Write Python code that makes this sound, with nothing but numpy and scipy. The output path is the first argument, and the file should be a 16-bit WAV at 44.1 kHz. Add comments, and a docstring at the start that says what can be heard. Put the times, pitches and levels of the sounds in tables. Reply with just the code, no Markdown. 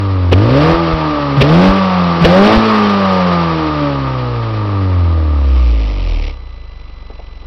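"""Four-cylinder exhaust, three blips and a run-down

A car on a lawn, heard close to its exhaust tip, is blipped three times and then runs down to idle.
Firing pulses boom in the muffler and ring the pipe; gas hisses at the tip and cracks as the throttle opens.
A preamplifier clips the loudest peaks; the sound has little treble and carries a faint whine.
"""
import sys
import numpy as np
from scipy import signal
from scipy.fft import rfft, irfft, next_fast_len
from scipy.io import wavfile

SR = 44100
rng = np.random.default_rng(int(sys.argv[2]) if len(sys.argv) > 2 else 0)


def unload_audio(sound):
    """Save the sound as a 16-bit wav file, at the path given as the first command line argument."""
    columns = np.transpose(np.atleast_2d(sound))
    # keep every value between -1 and 1, then stretch to whole-number steps
    steps = np.round(np.clip(columns, -1, 1) * 32767)
    wavfile.write(sys.argv[1], SR, steps.astype(np.int16))


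N = 329191
TIME = np.arange(N) / SR

# Blips of the pedal. Each row: throttle opens in seconds, engine catches in seconds,
# pedal lifts in seconds, drive in firings per second per second.
BLIPS = [(.315, .332, .631, 277.6), (1.365, 1.419, 1.591, 311), (2.205, 2.253, 2.465, 286.6)]
CRUISE_HZ = 100  # reference engine speed; all engine speeds are in firings per second


def amp(db):
    """Decibels to gain."""
    return 10 ** (np.asarray(db) / 20)


def unit(x):
    """Scales to rms 1."""
    return x / np.sqrt(np.mean(x ** 2) + 1e-20)


def noise(spectrum):
    """Noise of rms 1, coloured by (Hz, dB) points."""
    size = next_fast_len(N)
    hz, db = np.transpose(spectrum)
    log_hz = np.log(np.fft.rfftfreq(size, 1 / SR) + 1)
    gain = amp(np.interp(log_hz, np.log(hz), db))
    white = rng.standard_normal(size)
    return unit(irfft(rfft(white) * gain, size)[:N])


def drift(count):
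    """Smooth chance of rms 1: count random points a second, joined by lines."""
    points = rng.standard_normal(count * N // SR + 2)
    return unit(np.interp(TIME * count, np.arange(len(points)), points))


def ramp(start_s, length_s):
    """Rises from 0 to 1 in a straight line."""
    return np.clip((TIME - start_s) / length_s, 0, 1)


def bell(centre_s, sigma_s):
    """Gaussian bump of height 1."""
    return np.exp(-((TIME - centre_s) / sigma_s) ** 2 / 2)


def ring(x, hz, width_hz):
    """One resonance of gain 1."""
    return signal.lfilter(*signal.iirpeak(hz, hz / width_hz, SR), x)


def high_pass(x, hz):
    """First-order high pass."""
    return signal.sosfilt(signal.butter(1, hz, "high", fs=SR, output="sos"), x)


def low_pass(x, hz):
    """A steep band limit."""
    taps = signal.firwin(201, hz, window=("kaiser", 7), fs=SR)
    return signal.oaconvolve(x, taps[None], "same")


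def engine_speed(steps_per_s=1000):
    """Each blip spins the engine up; friction and speed-squared drag slow it until it settles at idle."""
    start_hz, idle_hz, torque_fade_s, settle_s = 100.66, 22.23, .1837, .3066
    friction_hz_per_s, drag_hz_per_s = 38.465, 7.89  # drag as at CRUISE_HZ
    torque = np.zeros(N)
    for _, catch_s, lift_s, drive in BLIPS:
        torque += drive * (ramp(catch_s, 1 / steps_per_s) - ramp(lift_s, torque_fade_s))
    steps_s = np.arange(0, TIME[-1], 1 / steps_per_s)
    hz, speeds = start_hz, []
    for push in np.interp(steps_s, TIME, torque).tolist():
        running_loss = friction_hz_per_s + drag_hz_per_s * (hz / CRUISE_HZ) ** 2
        loss = min(running_loss, (hz - idle_hz) / settle_s)
        hz += (push - loss) / steps_per_s
        speeds.append(hz)
    return np.interp(TIME, steps_s, speeds)


def load():
    """Throttle and burning, each 0-1: air rushes in first, then the fuel lights; both fade after the lift."""
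    attack_s, light_lead_s, light_attack_s = 0.015, .008, 0.0034
    hold_s, release_s = 0.073, .085
    fade = sum(ramp(lift_s + hold_s, release_s) for _, _, lift_s, _ in BLIPS)
    throttle = sum(ramp(opens_s, attack_s) for opens_s, _, _, _ in BLIPS)
    burning = sum(ramp(catch_s - light_lead_s, light_attack_s) for _, catch_s, _, _ in BLIPS)
    return throttle - fade, burning - fade


def idling(shuts_s=6.28, fall_s=0.1):
    """Rises to 1 as the idle valve closes."""
    return ramp(shuts_s, fall_s)


def flow_gain(law, hz, push):
    """Gain from gas flow: follows speed and load, shifts at idle."""
    db, speed_db, load_db, idle_db = law
    return amp(db + speed_db * np.log2(hz / CRUISE_HZ) + load_db * push + idle_db * idling())


def lull():
    """A shallow, slow dip in level midway through the run-down."""
    # Row: centre in seconds, level in dB, Gaussian sigma in seconds.
    dip = (4.22, -2.1, 0.35)
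    centre_s, db, sigma_s = dip
    return amp(db * bell(centre_s, sigma_s))


def yard(level_db=-45.5):
    """Outdoor background: steady coloured noise."""
    # Each row: frequency in Hz, relative level in dB.
    yard_spectrum = [(20, -0.5), (80, -1.5), (160, 4), (320, -11), (450, -4.5), (700, -11), (1150, -5),
                     (1600, -15.5), (5500, -27.5)]
    return amp(level_db) * noise(yard_spectrum)


def knocks(width_hz=420):
    """Soft knocks on the car: noise through a broad resonance, quickly damped."""
    # Each row: start in seconds, level in dB, resonance in Hz, decay in seconds.
    knock_table = [(7.1, -31, 460, .022), (7.191, -32.5, 680, .016), (7.425, -38, 330, .018)]
    rattle = noise([(100, -4), (300, 7.5), (1000, 0), (3500, -22)])
    out = np.zeros(N)
    for start_s, db, hz, decay_s in knock_table:
        envelope = (TIME > start_s) * np.exp(-abs(TIME - start_s) / decay_s)
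        out += amp(db) * envelope * unit(ring(rattle, hz, width_hz))
    return out


def buffet(hz, level_db=-37):
    """The jet from the tip stirs the air: low noise, louder with speed."""
    stir = noise([(15, 3.5), (45, -1.0), (120, -8.0), (250, -10.0), (600, -43)])
    return amp(level_db) * hz / 200 * stir


def cracks():
    """Short bursts of gas noise as the throttle opens."""
    # Each row: centre in seconds, level in dB, Gaussian sigma in seconds.
    crack_table = [(0.33, -2.5, 0.0069), (1.419, 2.5, 0.0066), (2.253, 3, 0.0064)]
    gas = noise([(60, 4), (550, 24.5), (900, -3), (1600, 0), (2800, 9), (4200, -5.5), (5600, -9.5)])
    return sum(amp(db) * bell(s, sigma_s) for s, db, sigma_s in crack_table) * gas


def thuds():
    """Low thuds of uneven burning: brief, inverted cosine pulses."""
    # Each row: centre in seconds, level in dB, frequency in Hz, Gaussian sigma in seconds.
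    thud_table = [(0.33, -3.5, 62.7, 0.0062), (0.747, -9, 48, 0.0073), (0.941, -4, 61, 0.0054),
                  (1.424, -7, 61.5, 0.0059), (1.7, -6.5, 49, 0.013), (2.253, 3.5, 58.4, 0.0056),
                  (2.575, 0.5, 52, 0.0052)]
    out = np.zeros(N)
    for s, db, hz, sigma_s in thud_table:
        out -= amp(db) * bell(s, sigma_s) * np.cos(2 * np.pi * hz * (TIME - s))
    return out


def burst(turns, centre, width):
    """A bump once in every firing cycle."""
    return np.exp(-(((turns - centre + .5) % 1 - .5) / width) ** 2)


def gas_noise(turns, hz, throttle, burning, intake_db=4.5, flutter_db=0.86, churn_db=-28,
              steady=2.0, leak=0.24):
    """Gas hisses from the tip in step with the firings and churns in the muffler under load."""
    # Hiss of fast gas. Each row: frequency in Hz, relative level in dB.
    rush_spectrum = [(150, -49), (400, 7), (1400, 2.5), (2000, -1), (2900, -3), (3600, -6), (4700, -8),
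                     (5600, -15)]
    # Hiss of slow puffs. Each row: frequency in Hz, relative level in dB.
    puff_spectrum = [(100, -18), (300, 8.5), (1000, -1), (1600, -16.5), (2200, 2.5), (3000, 0), (3900, -6),
                     (4700, -7), (5400, -8.5)]
    # Each law: level at CRUISE_HZ in dB, dB per doubling of speed, extra under load in dB,
    # change at idle in dB.
    hiss_law = (-30.5, 11.5, 0.7, -5)
    puff_law = (-33.5, -2, 0, -17.5)
    # Puff hiss, as the flow swells and at its crest. Each row: place in the firing cycle,
    # width in cycles, strength.
    chuff_table = [(-.33, 0.14, 0.93), (.08, 0.12, 1.04)]
    valve_opens_s, valve_rise_s = 5.19, 0.46  # the idle valve lets in extra air

    gate = unit(steady + burst(turns, centre=0.12, width=0.51))
    rush_gain = flow_gain(hiss_law, hz, burning) * amp(intake_db * throttle) * lull()
    rush = rush_gain * gate * noise(rush_spectrum)

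    bumps = sum(strength * burst(turns, centre, width) for centre, width, strength in chuff_table)
    puff_gain = ramp(valve_opens_s, valve_rise_s) * flow_gain(puff_law, hz, burning)
    puffs = puff_gain * unit(leak + bumps) * noise(puff_spectrum)

    churn = burning * noise([(20, -17.5), (90, 12), (500, -10.0), (900, -19.5), (2500, -29.5)])
    return amp(flutter_db * drift(count=70)) * (rush + puffs) + amp(churn_db) * churn


def idle(turns, hz, level_db=-21.5, width_s=0.0037, lead=0.1, uneven=0.05, push=0.098):
    """At idle each puff stands alone: a short suck, then a push."""
    u = ((turns + lead + .5) % 1 - .5) / hz / width_s
    alternation = 1 + uneven * np.cos(np.pi * turns)
    puff = (u + push) * np.exp(-u ** 2 / 2) * alternation
    fade = np.interp(TIME, [6.15, 6.45], [0, 1])
    return amp(level_db) * fade * high_pass(puff, 10)


def firings(turns, hz, throttle, wander=0.11, wander_s=.00006):
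    """One pulse per firing; the cylinders differ, more so under load, and each wanders slowly."""
    # In firing order. Each row: strength, extra travel time in seconds.
    cylinders = [(1.35, 0), (.72, .00017), (1.2, .00013), (.75, .00023)]
    at = np.flatnonzero(np.diff(np.floor(turns)))
    cylinder = np.floor(turns[at]).astype(int) % len(cylinders)
    strength, travel_s = np.transpose(cylinders)[:, cylinder]
    size = np.choose(cylinder, [drift(count=6)[at] for _ in cylinders])
    late = np.choose(cylinder, [drift(count=6)[at] for _ in cylinders])

    imbalance = np.interp(hz[at], [45, 100], [.35, 1]) + .5 * throttle[at]
    strength = strength ** imbalance * (1 + wander * size)
    travel_s = (travel_s - travel_s.mean()) * imbalance ** 2 + wander_s * late
    place = np.clip(at + travel_s * SR, 0, N - 1).round().astype(int)
    pulses = np.bincount(place, strength / strength.mean(), N) * SR / hz
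    # the four lowest multiples of the firing rate belong to the boom
    low = 1 + 2 * sum(np.cos(2 * np.pi * k * turns) for k in range(1, 5))
    return unit((pulses - low) * np.sqrt(hz))


def echoes(x, trip_s=.0135, back=0.25):
    """Sound runs back and forth in the pipe, so gliding orders swell and fade."""
    return x + sum((-back) ** k * np.interp(TIME - k * trip_s, TIME, x, left=0) for k in range(1, 3))


def pipe(x, modes, low_hz, high_hz):
    """Resonances of alternating sign, with steep skirts on both sides."""
    rung = np.zeros(N)
    for k, (hz, width_hz, db) in enumerate(modes):
        rung += (-1) ** k * amp(db) * ring(x, hz, width_hz)
    skirts = signal.butter(3, [low_hz, high_hz], "band", fs=SR, output="sos")
    return unit(signal.sosfilt(skirts, rung))


def tailpipe(turns, hz, throttle, flutter_db=1.14):
    """Firing pulses and turbulence ring muffler and pipe: darker when slow, harder under load."""
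    # Resonances. Each row: frequency in Hz, width in Hz, level in dB.
    muffler_modes = [(140, 65, -9.5), (204, 39, -11), (284.8, 40, -3)]
    bark_modes = [(324, 98, -13), (447, 48, 0), (553, 114, 2.5), (607, 110, 1), (713, 17, -8.5)]
    rasp_modes = [(779, 99, -3.5), (944, 84, 1.5), (1080, 32, 3), (1183, 59.4, 8), (1301, 124, -2.5),
                  (1570, 470, -27.5), (1910, 110, -17.5)]
    # Each law: level at CRUISE_HZ in dB, dB per doubling of speed, extra under load in dB,
    # change at idle in dB.
    drone_law = (-29.5, 6.5, 6, -17)
    bark_law = (-32.5, 5.5, 9.5, -15)
    rasp_law = (-28, 11.5, 0, -2)

    pulses = unit(echoes(firings(turns, hz, throttle)))
    swirl = rng.standard_normal(N)
    low_rough = np.interp(hz, [35, 70, 140], [.28, .17, .15]) + .04 * throttle
    high_rough = np.interp(hz, [50, 110, 180], [1.4, .6, .4]) + .15 * throttle
    low_drive = (pulses + low_rough * swirl) / np.hypot(1, low_rough)
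    high_drive = (pulses + high_rough * swirl) / np.hypot(1, high_rough)

    drone = flow_gain(drone_law, hz, throttle) * pipe(low_drive, muffler_modes, low_hz=104, high_hz=408)
    bark = flow_gain(bark_law, hz, throttle) * pipe(low_drive, bark_modes, low_hz=307, high_hz=880)
    rasp_gain = flow_gain(rasp_law, hz, throttle) * lull() * amp(flutter_db * drift(count=25))
    rasp = rasp_gain * pipe(high_drive, rasp_modes, low_hz=647, high_hz=2520)
    return drone + bark + rasp


def exhaust_gain(hz):
    """How strongly the standing waves of the whole exhaust pass a tone."""
    # Each row: frequency in Hz, width in Hz, level in dB.
    standing_waves = [(40.4, 11, -13), (61.5, 21, -7.5), (84.3, 30, -10.5), (122, 55, -19),
                      (180.6, 36, -16), (208.3, 34, -14.5), (293.5, 84, -2.5), (406, 41, -10),
                      (483, 77, -5.5), (573.4, 78, -0.5), (777, 230, -5), (930, 64, -1.5)]
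    grid_hz = np.arange(1100)
    power = np.zeros(len(grid_hz))
    for centre_hz, width_hz, db in standing_waves:
        power += amp(db) ** 2 / (1 + (2 * (grid_hz - centre_hz) / width_hz) ** 2) ** 2
    return np.interp(hz, grid_hz, np.sqrt(power))


def swell_db(order):
    """The brief swells and fades of one order as it glides."""
    # Each row: centre in seconds, multiple of the firing rate, level in dB, Gaussian sigma in seconds.
    swell_table = [(0.75, 1, -12, 0.019), (.83, 2, 7.5, .04), (.84, 3.5, 12.5, 0.063),
                   (1.157, 1, -14, 0.034), (1.52, 1, 3.5, 0.028), (1.603, 2, 9, 0.049),
                   (2.01, 2, -6.5, 0.11), (2.34, 2, 5.5, 0.048), (2.345, 3, 5.5, .05),
                   (2.508, 1, -12, .025), (2.757, 2, 13.5, 0.12), (2.857, 4.5, 14, .05),
                   (3.13, 2.5, 10, .06), (3.2, 3, 2.5, 0.13), (3.672, 1, -6, .05), (3.87, 4, 6.5, .05),
                   (6.1, 2, 2.5, 0.11)]
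    return sum(db * bell(s, sigma_s) for s, k, db, sigma_s in swell_table if round(2 * k) / 2 == order)


def boom(turns, hz, throttle, burning, lag=0.185, dispersion=.12, surge=1.62, idle_db=-12):
    """The lowest orders pass as near sines that swell on each standing wave, less steady under load."""
    # Each row: multiple of the firing rate, level at CRUISE_HZ in dB, dB per doubling of speed,
    # extra under load in dB, slow sway in dB at CRUISE_HZ.
    order_table = [(1 / 2, -22.5, 8.5, 4, 0.91), (1, 0.49, 0.59, 7.3, .4), (3 / 2, -27, 3.8, 3.4, 2.1),
                   (2, -16.5, -1, 8.5, 1.9), (5 / 2, -35.5, 2.5, 11, 1.3), (3, -22.5, .5, 11.5, 0.98),
                   (7 / 2, -38, 2.3, 12.4, 1.5), (4, -24.5, 1.5, 7.5, 1.4), (9 / 2, -39, 3.5, 15.6, 1.8)]
    shake = .025 + .13 * burning
    doublings = np.log2(hz / CRUISE_HZ)
    out = np.zeros(N)
    for multiple, db, speed_db, load_db, sway_db in order_table:
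        k = round(2 * multiple) / 2
        # the first gulp of air lifts the firing order
        push = burning + surge * (throttle - burning) * (k == 1)
        # the pipe smears each pulse, so the orders arrive out of step
        spread = dispersion * (k - 1) * (k - 2)
        sway = swell_db(k) + sway_db * hz / CRUISE_HZ * drift(count=12)
        level = exhaust_gain(k * hz) * amp(db + speed_db * doublings + load_db * push + sway)
        tone = np.cos(2 * np.pi * (k * (turns + lag * throttle) + spread))
        out += level * (1 + shake * drift(count=60)) * tone
    return np.sqrt(2) * amp(idle_db * idling()) * out


def scene(idle_beat_s=7.023):
    """The engine speed and the load drive the exhaust; yard and knocks lie beside it."""
    hz = engine_speed()
    throttle, burning = load()
    turns = np.cumsum(hz) / SR  # firings so far
    turns -= np.interp(idle_beat_s, TIME, turns)  # a firing falls on idle_beat_s
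    background = yard() + knocks()
    gas = buffet(hz) + cracks() + thuds() + gas_noise(turns, hz, throttle, burning)
    tones = idle(turns, hz) + tailpipe(turns, hz, burning) + boom(turns, hz, throttle, burning)
    return (background + gas + tones)[None]


def record(dry, preamp_ceiling=0.72, final_ceiling=.71, mic_edge_hz=5800, edge_hz=15900):
    """The preamplifier clips; a dull band limit, a faint whine, a hard ceiling and a last band limit follow."""
    # Each row: whine frequency in Hz, rms level in dB.
    whine_table = [(2000, -55.5), (4000, -55.5)]
    heard = low_pass(np.clip(dry, -preamp_ceiling, preamp_ceiling), mic_edge_hz)
    whine = sum(np.sqrt(2) * amp(db) * np.sin(2 * np.pi * hz * TIME) for hz, db in whine_table)
    return low_pass(np.clip(heard + whine, -final_ceiling, final_ceiling), edge_hz)


dry = scene()
out = record(dry)
unload_audio(out)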